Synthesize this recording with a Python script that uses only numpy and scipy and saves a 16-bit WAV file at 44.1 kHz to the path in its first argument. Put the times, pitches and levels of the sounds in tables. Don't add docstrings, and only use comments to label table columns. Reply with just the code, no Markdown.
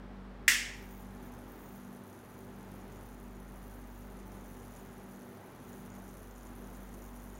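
import sys
import numpy as np
from scipy import signal
from scipy.fft import rfft, irfft
from scipy.io import wavfile
from scipy.ndimage import uniform_filter1d

SR = 44100
rng = np.random.default_rng(int(sys.argv[2]) if len(sys.argv) > 2 else 0)


def output_pcm(signal):
    pcm = np.clip(np.atleast_2d(signal).T, -1, 1) * 32767
    wavfile.write(sys.argv[1], SR, np.round(pcm).astype(np.int16))


N = 325899
MAINS_HZ = 49.98
POP_S = 0.4794


def undb(db):
    return 10 ** (np.asarray(db) / 20)


def level(x, db):
    return x * undb(db) / np.sqrt(np.mean(x ** 2))


def at(table, hz):
    row_hz, value = np.transpose(table)
    return np.interp(np.log(np.maximum(hz, 1)), np.log(row_hz), value)


def noise(colour):
    gain = undb(at(colour, np.arange(N // 2 + 1) * SR / N))
    return level(irfft(rfft(rng.standard_normal(N)) * gain, N), 0)


def drift(per_s):
    hold = int(SR / per_s)
    steps = np.repeat(rng.standard_normal(N // hold + 1), hold)
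    return 1.4 * uniform_filter1d(uniform_filter1d(steps, hold), hold)[:N]


def fade(age, t60):
    return (age >= 0) * np.exp(-np.log(1000) * np.maximum(age, 0) / t60)


def spells(t, rows, edge_s):
    return sum(db * np.clip(.5 + np.minimum(t - start, start + length - t) / edge_s, 0, 1)
               for start, length, db in rows)


def high_pass(x, hz):
    return signal.sosfilt(signal.butter(2, hz, "high", fs=SR, output="sos"), x)


def resonate(x, modes, direct_db):
    f = np.arange(1, N // 2 + 2) * SR / N
    response = sum(undb(db) / (1 + 1j * (f / hz - hz / f) * hz / width) for hz, width, db in modes)
    return irfft(rfft(x) * (response + undb(direct_db)), N)


def fans(t, shaft_hz=48.44, beat_s=3.28, wander=0.14, air_db=-53.0):
    # multiple of the mains frequency, level in dB.
    iron_tones = [(2, -67), (4, -70), (5, -70)]
    # multiple of the shaft speed, level of the faster motor in dB, level of the slower one
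    # in dB, a time in seconds when the two are in step.
    motor_tones = [(1, -56.7, -57, 3.76), (2, -66, -69, 2.6), (4, -59, -62.5, 3.46), (5, -57.6, -68, 1.9),
                   (7, -73, -78, 1.4), (8, -65.5, -70, 3.3), (9, -72, -78, 3.7), (17, -77, -78, 2.5),
                   (18, -77, -80, 3.2)]
    # frequency in Hz, relative level of the rushing air in dB.
    air_colour = [(20, -28), (45, -17), (75, -7), (135, 0.5), (165, -3), (260, -2), (450, -6), (650, -8),
                  (850, -9), (1400, -13), (2000, -18), (2500, -23.5), (3500, -26.5), (7500, -40.5),
                  (16000, -46)]
    hum = sum(level(np.sin(2 * np.pi * k * MAINS_HZ * t), db) for k, db in iron_tones)
    for k, faster_db, slower_db, in_step_s in motor_tones:
        draught = min(k - 1, 1)
        since = t - in_step_s
        phase = 2 * np.pi * k * shaft_hz * since + draught * wander * drift(7.4)
        lag = 2 * np.pi * k * since / beat_s
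        pair = level(np.cos(phase), faster_db) + level(np.cos(phase - lag), slower_db)
        hum = hum + pair * undb(draught * drift(6))
    return hum + noise(air_colour) * undb(air_db + 0.55 * drift(3.8))


def room_echo(age):
    # frequency in Hz, relative level of the echo in dB.
    echo_colour = [(300, -40), (800, -25.5), (1200, -14), (1500, -9.5), (1750, -3.5), (2100, -3),
                   (2300, -6.5), (2700, -6.5), (3100, -9.5), (4100, -14.5), (5300, -9.5), (7700, -12),
                   (9200, -15), (15500, -22)]
    # frequency in Hz, fade time of the room in seconds.
    fade_times = [(1000, 0.37), (2000, 0.69), (4000, 0.56), (6000, 0.53), (8000, 0.47), (11000, 0.33),
                  (16000, 0.34)]
    spectrum = rfft(noise(echo_colour))
    freqs = np.arange(len(spectrum)) * SR / N
    band = np.round(3 * np.log2(np.maximum(freqs, 1000) / 1000))
    centres = 1000 * 2 ** (np.arange(band.max() + 1) / 3)
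    return sum(irfft(spectrum * (band == k), N) * fade(age, at(fade_times, hz))
               for k, hz in enumerate(centres))


def in_room(x, t, echo_db=-5, t60=0.29):
    room = rng.standard_normal(SR) * fade(t[:SR], t60)
    wash = signal.fftconvolve(x, room / np.linalg.norm(room))[:N]
    return level(x + undb(echo_db) * wash, 0)


def pop(t, ring_hz=1900, ring_rise_s=0.00097, crack_t60=0.0091, echo_db=-23.0, tones_db=-39):
    # delay in seconds, crack level in dB, ring level in dB.
    arrivals = [(0.0002, -19, -9), (0.0033, -13.5, -28), (0.0050, -19, -27), (0.0076, -33, -14.5),
                (0.0400, -30, -19)]
    # frequency in Hz, relative level of the crack in dB.
    crack_colour = [(300, -42), (900, -46), (2000, 3), (3500, 3.5), (5500, -10), (7700, 6.5), (9200, -9),
                    (10000, -2), (11000, -16), (16000, 1)]
    # frequency in Hz, relative level in dB, fade time in seconds.
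    ringing_tones = [(1690, -4, .45), (1721, -5, .45), (1879, 0, .42), (1976, 0, .45), (2032, 0, .5),
                     (2097, 0, .55), (2152, -3, .45), (2520, -5, .4), (2569, -6, .42), (2754, -5, .42),
                     (2808, -6, .42), (3589, -10, .45), (4667, -11, .33), (5150, -8, .4), (5233, -8, .4),
                     (5542, -8, .4), (6158, -10, .33), (7354, -8, .37), (7700, -9, .38)]
    age, out = t - POP_S, 0
    crack = noise(crack_colour)
    for delay, crack_db, ring_db in arrivals:
        since = np.maximum(age - delay, 0)
        swell = (since / ring_rise_s) ** 2 * np.exp(2 - 2 * since / ring_rise_s)
        ring = undb(ring_db) * swell * np.sin(2 * np.pi * ring_hz * since)
        out = out + ring + undb(crack_db) * crack * fade(age - delay, crack_t60)
    tones = sum(undb(db) * fade(age, t60) * np.sin(2 * np.pi * (hz * age + rng.random()))
                for hz, db, t60 in ringing_tones)
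    build_up = np.clip(age / 0.0014, 0, 1)
    tail = build_up * (undb(echo_db) * room_echo(age) + undb(tones_db) * tones)
    return high_pass(out + tail, 870)


def sparks(t, peak_per_s, burst_t60, burst_spread, spark_spread, lead=0.27, jitter=.07):
    half_cycles = 2 * MAINS_HZ * t + lead
    burst = half_cycles.astype(int)
    shift, strength, size = np.clip(rng.standard_normal((3, N)), -2, 2)
    age = (half_cycles + jitter * shift[burst]) % 1 / (2 * MAINS_HZ)
    fires = rng.random(N) < peak_per_s / SR * fade(age, burst_t60)
    direction = (-1.) ** burst
    return fires * direction * np.exp(burst_spread * strength[burst] + spark_spread * size)


def spot_db(t, growth):
    # start in seconds, length in seconds, size of the surge in dB.
    surges = [(4.27, .56, 3.5), (4.9, 0.38, 1.8), (5.63, 1.8, 4)]
    start_db, db_per_s, surge_share = growth
    return start_db + db_per_s * (t - POP_S) + surge_share * spells(t, surges, edge_s=.06)


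def buzz(t, hiss_db=-75):
    # frequency in Hz, width in Hz, relative level in dB.
    crackle_modes = [(6140, 200, 2), (9090, 93, 1), (10580, 330, 1), (10805, 560, -1.5), (11580, 530, 0.5),
                     (12000, 400, -13), (14700, 1100, -17)]
    spit_modes = [(5650, 210, -4), (6290, 240, 0.5), (6870, 190, 5), (8380, 220, -0.5), (8640, 140, -15),
                  (10500, 280, -6), (14500, 980, -20)]
    sizzle_modes = [(6950, 120, -5), (9175, 60, 1), (12910, 45, 4), (13990, 250, 0), (14200, 100, -2),
                    (14620, 250, -1), (15100, 250, -1), (15600, 300, -2)]
    # starting level in dB, rise in dB per second, share of a surge that the spot follows.
    crackle_growth = (-70, 0.32, 0.38)
    spit_growth = (-74, .15, 1)
    sizzle_growth = (-74, 0.42, .6)
    # start in seconds, length in seconds, rise in dB.
    flares = [(.77, .1, 7), (.89, .15, 9), (1.22, .06, 9), (1.47, 0.32, 9), (3.52, .17, 3), (3.76, .26, 2)]
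    crackle = sparks(t, peak_per_s=1500, burst_t60=.016, burst_spread=.1, spark_spread=.59)
    crackle = resonate(crackle, crackle_modes, direct_db=-21)
    spit = sparks(t, peak_per_s=4000, burst_t60=.012, burst_spread=.45, spark_spread=.39)
    spit = resonate(spit, spit_modes, direct_db=-17.5)
    sizzle = sparks(t, peak_per_s=5000, burst_t60=.015, burst_spread=.35, spark_spread=.3)
    sizzle = resonate(sizzle, sizzle_modes, direct_db=-28)
    flare_db = spells(t, flares, edge_s=.03)
    flicker_db = 1.2 * drift(14)
    out = in_room(crackle, t) * undb(spot_db(t, crackle_growth))
    out += in_room(spit, t) * undb(spot_db(t, spit_growth))
    out += in_room(sizzle, t) * undb(spot_db(t, sizzle_growth) + flare_db + flicker_db)
    out += undb(hiss_db) * rng.standard_normal(N)
    return high_pass(out * (t > POP_S), 3000)


def scene():
    t = np.arange(N) / SR
    return (pop(t) + buzz(t) + fans(t))[None]


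def record(dry):
    return signal.sosfilt(signal.ellip(10, .2, 80, 15750, fs=SR, output="sos"), dry)


dry = scene()
out = record(dry)
output_pcm(out)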